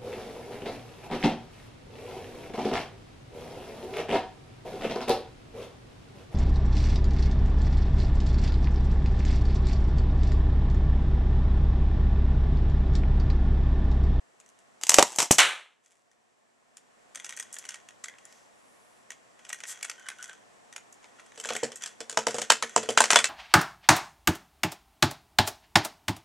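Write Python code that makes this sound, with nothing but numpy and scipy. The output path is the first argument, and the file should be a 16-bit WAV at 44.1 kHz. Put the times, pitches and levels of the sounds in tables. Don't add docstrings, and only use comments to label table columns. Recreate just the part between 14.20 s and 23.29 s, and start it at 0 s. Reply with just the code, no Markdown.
import sys
import numpy as np
from scipy import signal
from scipy.fft import rfft, irfft, next_fast_len
from scipy.io import wavfile
from scipy.ndimage import uniform_filter1d

SR = 44100
rng = np.random.default_rng(int(sys.argv[2]) if len(sys.argv) > 2 else 0)


def store_wav(level_fs):
    pcm = np.round(np.clip(np.atleast_2d(level_fs), -1, 1) * 32767)
    wavfile.write(sys.argv[1], SR, pcm.T.astype(np.int16))


N = 400869
TIME = np.arange(N) / SR


# start_s, level_db
ROOM_LEVEL = [(0, -68.5), (.6, -65.5), (1.3, -78.5), (1.8, -74), (2.4, -71.5), (3, -63), (5, -64),
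              (9.09, -60)]
# pitch_hz, level_db (per Hz)
ROOM_COLOUR = [(25, -18.5), (80, -15), (120, -10.5), (235, -2), (310, -6), (480, -2.5), (750, -3),
               (1080, -6), (1400, -8.5), (2400, -12.5), (4400, -20), (6400, -18.5), (7800, -17),
               (12500, -31.5)]
# pitch_hz, correlation (limited when used)
ROOM_LIKENESS = [(60, -1.3), (270, -0.4), (1250, -0.18), (2700, -0.085), (5700, 0.58), (12000, -0.1)]
# pitch_hz, width_hz, level_db (against the rush)
ROOM_RESONANCES = [(684, 35, -4.5), (1080, 50, -4), (1830, 150, -4), (5700, 72, -6), (7550, 510, -7.5)]
# pitch_hz, level_db
HUM_TONES = [(119, -20), (603, -17), (721, -11), (1082, -17.5)]
# pitch_hz, time_to_fall_60_db_s
ECHO_DECAY = [(150, 0.14), (600, 0.15), (3000, 0.24), (10000, 0.19)]
# pitch_hz, side_level_db (against the middle)
STEREO_WIDTH = [(100, -12.5), (500, -15.5), (1000, -16.5), (2200, -17), (4500, -16.5), (8000, -11),
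                (12000, -4.5)]

# start_s, tick_level_db, treble_db
TICKS = [(0.201, -50.5, -1.5), (0.262, -57, 3), (0.29, -54.5, 6), (0.3895, -57, 2), (1.6617, -59, -1),
         (1.719, -60, -2), (1.915, -63, 0), (2.5705, -44.5, 3), (2.949, -41, -2.5), (2.9574, -33.5, -2),
         (3.046, -33.5, 1.5), (3.0563, -43, 1), (3.093, -36, -3.5), (3.125, -40.5, -8), (3.137, -47, -13),
         (3.1739, -36.5, -2), (3.199, -30.5, 1.5), (3.328, -38, 15.5), (3.342, -36, 18),
         (3.3866, -35, 13.5), (3.453, -40, -5), (3.4906, -31.5, -0.5), (3.5432, -37, -5),
         (3.6881, -43.5, -8), (3.841, -33, -1.5), (3.8837, -39, -7), (3.939, -51, -39), (4.905, -38, -7.5),
         (4.9185, -44.5, -7), (5.1924, -54, -9), (5.251, -43.5, -8), (5.293, -36.5, -2.5),
         (5.302, -37.5, -14), (5.3292, -31, -1), (5.4043, -40, -5), (5.4372, -33.5, -10),
         (5.629, -28.5, -2), (5.6493, -32.5, -6), (5.698, -29.5, -4), (5.8871, -30, -4.5), (6.0271, -38, 3),
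         (6.042, -37.5, -2), (6.095, -43.5, -12), (6.527, -45, -4), (6.563, -35, -6), (6.7263, -49, 11.5),
         (6.9965, -47, -17)]
# start_s, length_s, level_db
DRAGS = [(2.96, 0.31, -54), (3.33, .12, -53.5), (3.5, 0.032, -48), (3.981, .2, -64), (5.186, 0.21, -60.5),
         (5.436, 0.71, -57.5), (5.48, 0.035, -43), (6.819, 0.038, -61), (6.948, 0.31, -62),
         (7.231, 0.1992, -43.5), (7.519, 0.056, -57.5), (7.606, 0.064, -44.5), (8.082, .15, -43.5),
         (8.42, 0.58, -48.5)]
# pitch_hz, level_db (per Hz)
TICK_COLOUR = [(100, -57), (500, -12.5), (1000, -8.5), (1500, -4.5), (1900, -0.5), (3200, -3), (4300, -8),
               (5200, -3.5), (6200, 1), (7800, 2.5), (9000, -3.5), (10500, -6.5), (12000, -14.5)]
# pitch_hz, width_hz, level_db (against the direct sound)
WIRE_RESONANCES = [(1500, 140, -0.5), (1875, 83, -2.5), (2500, 70, -34), (3324, 146, -1.5),
                   (6110, 380, -0.5), (6800, 950, -7), (9000, 1400, -16.5)]

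# start_s, snap_level_db, after_ring_db (against the snap), treble_db, bass_db
ARC_SNAPS = [(0.6354, -23, -16, 1.5, -8), (0.6686, -28, -9, 2.5, -11), (0.694, -8, -10.5, 7, -5),
             (0.7187, -20.5, -10, -0.5, 1), (0.7427, -8, -15, 3.5, -7.5), (0.7853, -4, -9, -4, 12),
             (0.7937, -12.5, -9, -3, 6), (0.8264, -9.5, -16, 0.5, 7.5), (0.9606, -32, -5.5, 14, 7.5),
             (1.11, -17, -17, -16.5, 6.5), (1.1126, -12, -2, 14, -4), (1.184, -13.5, -0.5, 1, -7)]
# start_s, length_s, level_db
SPUTTERS = [(.613, .03, -51), (0.733, 0.062, -36.5), (.87, .1, -50), (0.986, .043, -29.5),
            (1.112, 0.014, -29)]
# start_s, peak_level_db, push_time_s
AIR_THUMPS = [(0.7866, -10, .0006), (1.1099, 1.5, 0.00085)]
# pitch_hz, level_db (per Hz)
ARC_COLOUR = [(25, -20.5), (60, -20.5), (200, -8), (450, -2), (900, 4.5), (1500, -2.5), (3000, 0.5),
              (4300, -4.5), (6000, 3), (7800, 2.5), (9500, -8.5), (12000, -13.5)]
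# pitch_hz, level_db (per Hz)
VENT_COLOUR = [(60, -29), (250, -21.5), (500, -6.5), (1000, 0), (1700, 2.5), (3300, 2), (4000, -2),
               (4800, -13), (6000, -9), (8000, -8), (9800, -13.5), (12000, -25.5)]

# start_s, length_s, level_db, pitch_hz
RASPS = [(3.881, 0.063, -60, 1660), (4.022, 0.092, -68, 1920), (5.774, 0.036, -48.5, 1575),
         (5.839, 0.061, -49, 1534), (5.99, 0.024, -43.5, 1494), (6.086, 0.027, -52.5, 1520),
         (6.82, 0.028, -71, 1830), (6.984, 0.017, -53, 1396)]
# start_s, length_s, level_db, centre_hz
SWISHES = [(4.02, 0.29, -66, 6200), (4.271, .65, -72, 9600), (5.461, 0.081, -39, 7440)]

# start_s, clack_level_db, thud_level_db, treble_db
KNOCKS = [(6.843, -50.5, -69, -10), (7.1764, -44, -47.5, -1.5), (7.1996, -36, -53.5, 3),
          (7.2389, -39, -60, 0), (7.256, -34, -43.5, 1), (7.2892, -28, -63, -8.5),
          (7.3047, -28.5, -33.5, -12), (7.3523, -32.5, -40, -5), (7.431, -46, -25.5, -3.5),
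          (7.5187, -40, -63, -5), (7.5581, -38, -73, 17), (7.622, -38, -71, 2), (7.6604, -33.5, -58, 0),
          (7.8049, -35, -41, -3), (7.8967, -31.5, -52.5, 2.5), (7.9269, -40, -47, -2),
          (7.9736, -20, -28, -6), (8.0686, -22.5, -27, -4.5), (8.108, -35, -51, -6),
          (8.144, -33, -31.5, -5), (8.1837, -29, -34, -3), (8.2181, -26.5, -41.5, -3),
          (8.302, -8.5, -31.5, -6.5), (8.425, -23, -35.5, -6.5), (8.5622, -18.5, -24, -2.5),
          (8.6296, -39.5, -36.5, -8), (8.689, -39, -25, 0), (8.7754, -11.5, -33, -10),
          (8.7843, -25, -48, 3), (8.8051, -13, -25.5, -3.5), (8.8399, -19.5, -39, -4.5),
          (8.9048, -12.5, -38.5, -11), (8.913, -20, -48, 9), (8.9321, -16.5, -33.5, -9),
          (8.9587, -8.5, -27, -9), (8.9887, -19, -42, -6), (9.0427, -17.5, -48, -3.5)]
# pitch_hz, level_db, time_to_fall_60_db_s
BOARD_MODES = [(128, -20, 0.24), (228, -15.5, 0.23), (305, -15.5, 0.12), (453.4, -3, 0.16),
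               (504.7, -0.5, 0.071), (615, -6, 0.091), (701.4, -6, 0.088), (874, -7, 0.049),
               (988, -5, 0.024), (1235, -16.5, 0.033), (1380, -37.5, 0.6)]
# pitch_hz, level_db, time_to_fall_60_db_s
SHIELD_MODES = [(1470, 0, 0.1), (1660, -23, 0.11), (1900, -8, 0.1), (2070, -20.5, 0.16), (2650, 3, 0.15),
                (3075, 15.5, 0.051), (2957, 1.5, 0.083), (3410, 3, 0.12), (3680, -19, 0.32),
                (5700, -17, 0.12), (5770, 0, 0.064), (6100, -5.5, 0.045), (6850, -26, 0.078),
                (6960, -38, 0.035)]
# pitch_hz, level_db (per Hz)
CLACK_COLOUR = [(30, -43), (200, -23), (330, -17), (480, -13.5), (900, -5), (1500, 2), (2200, -1),
                (3200, -4), (4300, -2.5), (6000, 3), (7600, 4.5), (9500, -5.5), (12000, -17.5)]
# pitch_hz, level_db (per Hz)
BENCH_COLOUR = [(50, 9.5), (120, -12), (230, 0), (330, -1.5), (520, 9), (900, -4), (1800, -34), (5000, -64)]

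EDGE_HZ = 12650
LEAD_S = .005

TICK_RING_DB = -3.5
SKIP_S, SKIP_DB = .013, -9
SNAGS_PER_S, SNAG_DB, SNAG_SPREAD_DB = 16, 9.5, 4.5
DRAG_RISE_S, DRAG_FADE_DB_PER_S = 0.005, 196

MAINS_HZ = 60
RESTRIKE_DB, RESTRIKE_SPREAD_DB = 1.5, 5
VENT_S, VENT_HOLD_S, VENT_DB, VENT_FADE_DB_PER_S = 1.183, 0.012, -14, 162
DEBRIS_S, DEBRIS_LENGTH_S, DEBRIS_DB = 1.617, 0.094, -70
RASP_RISE_S, RASP_FADE_DB_PER_S = 0.0048, 255

RING_FROM_CLACK_DB, RING_FROM_THUD_DB = -11.5, -8
SOFT_CLACK_DB, TILT_PER_DB = -37.5, 0.7347
REBOUND_S, REBOUND_DB = .013, -8.5


def amp(db):
    return np.exp(np.asarray(db) * (np.log(10) / 20))


def unit(x):
    return x / np.sqrt(np.mean(x ** 2) + 1e-20)


def read(points, hz):
    table_hz, value = np.transpose(points)
    return np.interp(np.log(hz + 1), np.log(table_hz), value)


def add(mix, s, sound):
    part = mix[:, max(round(s * SR), 0):][:, :sound.shape[1]]
    part += sound[:, :part.shape[1]]


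def held(rows, rise_s, fade_db_per_s):
    gain = np.zeros(N)
    for s, length, db, *_ in rows:
        on = (TIME > s) & (TIME < s + length + 1)
        t = TIME[on] - s
        gain[on] += np.minimum(t / rise_s, 1) * amp(db - fade_db_per_s * np.maximum(t - length, 0))
    return gain


def coloured(pair, colour, treble_db=0, bass_db=0, ripple_db=0, top_share=.2, size=2048):
    hz = abs(np.fft.fftfreq(size, 1 / SR))
    treble = 1 / (1 + (4400 / (hz + 1)) ** 6) + top_share / (1 + (9000 / (hz + 1)) ** 8)
    bass = 1 / (1 + (hz / 1100) ** 4)
    db = read(colour, hz) + treble_db * treble + bass_db * bass
    knots = np.geomspace(500, EDGE_HZ, size // 50)
    db += ripple_db * np.interp(hz, knots, rng.standard_normal(len(knots)))
    gain = amp(db) / np.sqrt(np.mean(amp(db) ** 2 * (hz < EDGE_HZ)))
    log_gain = np.log([gain, gain * amp(read(STEREO_WIDTH, hz))])
    taps = np.fft.ifft(np.exp(np.conj(signal.hilbert(log_gain)))).real
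    mid, side = signal.oaconvolve(pair, taps, axes=1)[:, :pair.shape[1]]
    return np.array([mid + side, mid - side])


def crack(crack_s, ring_db, ring_t60, lead_db, chatter_db=0, size=6000):
    t, lead = np.arange(size) / SR, round(LEAD_S * SR)
    burst, ring = rng.standard_normal((2, 2, size))
    spectrum = rfft(burst * np.exp(-t / crack_s))
    burst = irfft(spectrum / np.sqrt(uniform_filter1d(abs(spectrum) ** 2, size=300)))
    burst *= np.sqrt(.003 * SR) * (t < .05)
    chatter = unit(uniform_filter1d(rng.standard_normal(size), size=50, mode="wrap"))
    ring = ring * unit(amp(chatter_db * np.minimum(chatter, 2)))
    ring_fade = amp(ring_db - 60 * t / ring_t60) * (1 - np.exp(-t / 0.00025))
    lead_in = rng.standard_normal((2, lead)) * amp(lead_db) * np.linspace(0, 1, lead) ** 2
    return np.hstack([lead_in, burst + ring * ring_fade])


def grit(per_s, spread_db, hiss):
    happens = rng.random(N) < per_s / SR
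    sizes = amp(spread_db * np.minimum(rng.exponential(1, N), 3.5)) * happens
    clicks = unit(sizes * rng.choice([-1, 1], (2, N)))
    return unit(clicks + hiss * rng.standard_normal((2, N)))


def resonant(x, modes):
    size = next_fast_len(N + SR // 10)
    hz = np.fft.rfftfreq(size, 1 / SR) + 1
    gain = 1
    for centre, width, db in modes:
        gain = gain + amp(db) / (1 + 1j * (hz ** 2 - centre ** 2) / (hz * width))
    return unit(irfft(rfft(x, size) * gain, size)[:, :N]) * np.sqrt(np.mean(x ** 2))


def room_tone():
    size = next_fast_len(N)
    hz = np.fft.rfftfreq(size, 1 / SR)
    a, b = rfft(rng.standard_normal((2, size))) * amp(read(ROOM_COLOUR, hz)) * (hz < EDGE_HZ)
    same = np.clip(read(ROOM_LIKENESS, hz), -.65, 1)
    rush = unit(irfft([a, same * a + np.sqrt(1 - same ** 2) * b], size)[:, :N])
    hum = sum(amp(db) * np.sin(2 * np.pi * (tone_hz * TIME + rng.random())) for tone_hz, db in HUM_TONES)
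    level = amp(5.0 + np.interp(TIME, *np.transpose(ROOM_LEVEL)))
    return level * (resonant(rush, ROOM_RESONANCES) + amp(-5) * hum)


def catches(skip_treble_db=-4, snag_treble_db=-4.5, treble_spread_db=6):
    rows = list(TICKS)
    for (s, db, treble_db), late in zip(TICKS, rng.random(len(TICKS))):
        rows.append((s + SKIP_S * (.5 + late), db + SKIP_DB, treble_db + skip_treble_db))
    for start, length, db in DRAGS:
        for s in np.arange(start, start + length, 1 / SNAGS_PER_S):
            snag_s = s + rng.random() / SNAGS_PER_S
            strength, edge = np.clip(rng.standard_normal(2), -2, 2)
            if snag_s < start + length:
                snag_db = db + SNAG_DB + SNAG_SPREAD_DB * strength
                rows.append((snag_s, snag_db, snag_treble_db + treble_spread_db * edge))
    return rows


def wire():
    scratch = coloured(grit(700, 8.3, 1.0), TICK_COLOUR, -9.5)
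    out = amp(-4.5) * held(DRAGS, DRAG_RISE_S, DRAG_FADE_DB_PER_S) * scratch
    out = resonant(out, WIRE_RESONANCES)
    for s, db, treble_db in catches():
        tick = crack(0.0012, TICK_RING_DB, 0.042, lead_db=-6.0, chatter_db=4.5)
        add(out, s - LEAD_S, amp(db - 0.5) * coloured(tick, TICK_COLOUR, treble_db, ripple_db=3))
    return resonant(out, WIRE_RESONANCES)


def restrikes(ring_db=-4, treble_db=1.5, bass_db=2.5):
    rows = []
    for start, length, db in SPUTTERS:
        for s in np.arange(start, start + length, .5 / MAINS_HZ):
            scatter_db = RESTRIKE_SPREAD_DB * np.clip(rng.standard_normal(), -2, 2)
            rows.append((s, db + RESTRIKE_DB + scatter_db, ring_db, treble_db, bass_db))
    return rows


def arcs(size=2000):
    sputter = coloured(grit(1800, 1.8, 0.98), ARC_COLOUR)
    out = amp(-3.0) * held(SPUTTERS, rise_s=.006, fade_db_per_s=521) * sputter
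    for s, db, ring_db, treble_db, bass_db in ARC_SNAPS + restrikes():
        snap = crack(0.0021, ring_db - 0.5, 0.12, lead_db=-15.0, chatter_db=5.5)
        snap = coloured(snap, ARC_COLOUR, treble_db, bass_db, ripple_db=-0.33)
        add(out, s - LEAD_S, amp(db + 1.0) * snap)
    for s, db, push_s in AIR_THUMPS:
        u = np.arange(size) / SR / push_s
        add(out, s, amp(db) * np.tile((u - 1) * np.exp(-u), (2, 1)))
    return out


def vent():
    jet = grit(4000, 3.2, .8)
    fresh = np.clip(1 - (TIME - VENT_S) / 0.29, 0, 1)
    bright, dull = coloured(jet, VENT_COLOUR, 0.55), coloured(jet, VENT_COLOUR, -7.0)
    pressure = held([(VENT_S, VENT_HOLD_S, VENT_DB)], rise_s=0.00388, fade_db_per_s=VENT_FADE_DB_PER_S)
    return pressure * (fresh * bright + (1 - fresh) * dull)


def debris():
    patter = held([(DEBRIS_S, DEBRIS_LENGTH_S, DEBRIS_DB)], rise_s=.03, fade_db_per_s=122)
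    return patter * coloured(grit(350, 4, .3), TICK_COLOUR, treble_db=-1)


def rasp(width_hz=70, waver=0.021, flutter_db=3, overtone_db=-11, size=900):
    s, length, _, hz = np.transpose(RASPS)
    flutter, bend = (unit(uniform_filter1d(uniform_filter1d(x, size), size // 2))
                     for x in rng.standard_normal((2, N)))
    pitch_hz = np.interp(TIME, s + length / 2, hz) * (1 + waver * bend)
    turn = np.exp(2j * np.pi * np.cumsum(pitch_hz) / SR)
    slips = coloured(grit(700, 0.8, 0.081), TICK_COLOUR)
    r = np.exp(-np.pi * width_hz / SR)
    first, second = (unit((w * signal.lfilter([1 - r], [1, -r], slips / w)).real)
                     for w in (turn, turn ** 2))
    level = amp(-2.5 + flutter_db * flutter) * held(RASPS, RASP_RISE_S, RASP_FADE_DB_PER_S)
    return level * (first + amp(overtone_db) * second)


def swish(half_band_hz=900):
    out, hiss = np.zeros((2, N)), grit(2700, 3, .9)
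    for s, length, db, hz in SWISHES:
        on = (TIME >= s) & (TIME < s + length)
        band = signal.butter(1, [hz - half_band_hz, hz + half_band_hz], "bandpass", fs=SR)
        swell = np.sin(np.pi * (TIME[on] - s) / length)
        mid, side = unit(signal.lfilter(*band, hiss[:, on])) * swell
        side = amp(-11) * side
        add(out, s, amp(db) * np.array([mid + side, mid - side]))
    return out


def blows():
    rows = list(KNOCKS)
    for (s, db, thud_db, treble_db), late in zip(KNOCKS, rng.random(len(KNOCKS))):
        rows.append((s + REBOUND_S * (.5 + late), db + REBOUND_DB, thud_db + REBOUND_DB, treble_db))
    return rows


def ring_out(modes, tilt_db, shift, uneven_db, contact_s, size=7000):
    t = np.arange(size) / SR
    hz, db, t60 = np.transpose(modes)[:, :, None]
    detune, strength, angle = rng.standard_normal((3, len(modes), 1))
    db = db + uneven_db * strength + tilt_db * np.clip(np.log2(hz / 470), 0, 1)
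    waves = amp(db - 60 * t / t60) * np.sin(2 * np.pi * (hz * (1 + shift * detune) * t + angle))
    side = amp(read(STEREO_WIDTH, hz)) * rng.standard_normal(hz.shape)
    both = np.array([(waves * (1 + side)).sum(0), (waves * (1 - side)).sum(0)])
    return both * (1 - np.exp(-t / contact_s))


def board(radiate_hz=170):
    hard, bending = np.zeros((2, 2, N))
    for s, db, thud_db, treble_db in blows():
        ring_shares = amp(RING_FROM_CLACK_DB), amp(thud_db - db + RING_FROM_THUD_DB)
        ring_db = 20 * np.log10(np.hypot(*ring_shares))
        tilt_db = TILT_PER_DB * (db - SOFT_CLACK_DB)
        clack = crack(0.0024, ring_db, 0.15, lead_db=-15.5, chatter_db=5.5)
        clack = coloured(clack, CLACK_COLOUR, treble_db, ripple_db=3)
        shield = ring_out(SHIELD_MODES, 0, shift=0.0024, uneven_db=6, contact_s=0.00085)
        bend = ring_out(BOARD_MODES, tilt_db, shift=0.034, uneven_db=0.5, contact_s=0.00012)
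        bench = coloured(crack(0.0029, -3.5, 0.42, lead_db=-34), BENCH_COLOUR)
        add(hard, s - LEAD_S, amp(db + 1.75) * clack)
        add(hard, s, amp(db + ring_db - 15.0) * shield)
        add(bending, s, amp(thud_db + 2) * bend)
        add(bending, s - LEAD_S, amp(thud_db - 12.5) * bench)
    return hard + signal.lfilter(*signal.butter(2, radiate_hz, "high", fs=SR), bending)


def workshop(x, size=26000):
    hz, t, z = signal.stft(rng.standard_normal((2, size)), SR, nperseg=256)
    z = z * amp(-60 * t / read(ECHO_DECAY, hz)[:, None]) * (1 - np.exp(-t / 0.0009))
    z[1] *= amp(read(STEREO_WIDTH, hz) + 0.5)[:, None]
    mid, side = signal.istft(z, SR, nperseg=256)[1]
    tail = np.array([mid + side, mid - side]) / np.linalg.norm(mid)
    return signal.fftconvolve(x.mean(0)[None], tail, axes=1)[:, :N]


def scene():
    sparks = arcs() + vent() + debris()
    scratches = wire() + rasp() + swish()
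    knocks = board()
    echo = workshop(amp(-13.5) * sparks + amp(-11) * scratches + amp(-15.0) * knocks)
    return sparks + scratches + knocks + echo + room_tone()


def record(dry):
    low_pass = signal.firwin(401, EDGE_HZ, window=("kaiser", 7), fs=SR)[None]
    clipped = np.clip(signal.oaconvolve(dry, low_pass, "same", axes=1), -1, 1)
    return signal.oaconvolve(clipped, low_pass, "same", axes=1)


dry = scene()
out = record(dry)
store_wav(out)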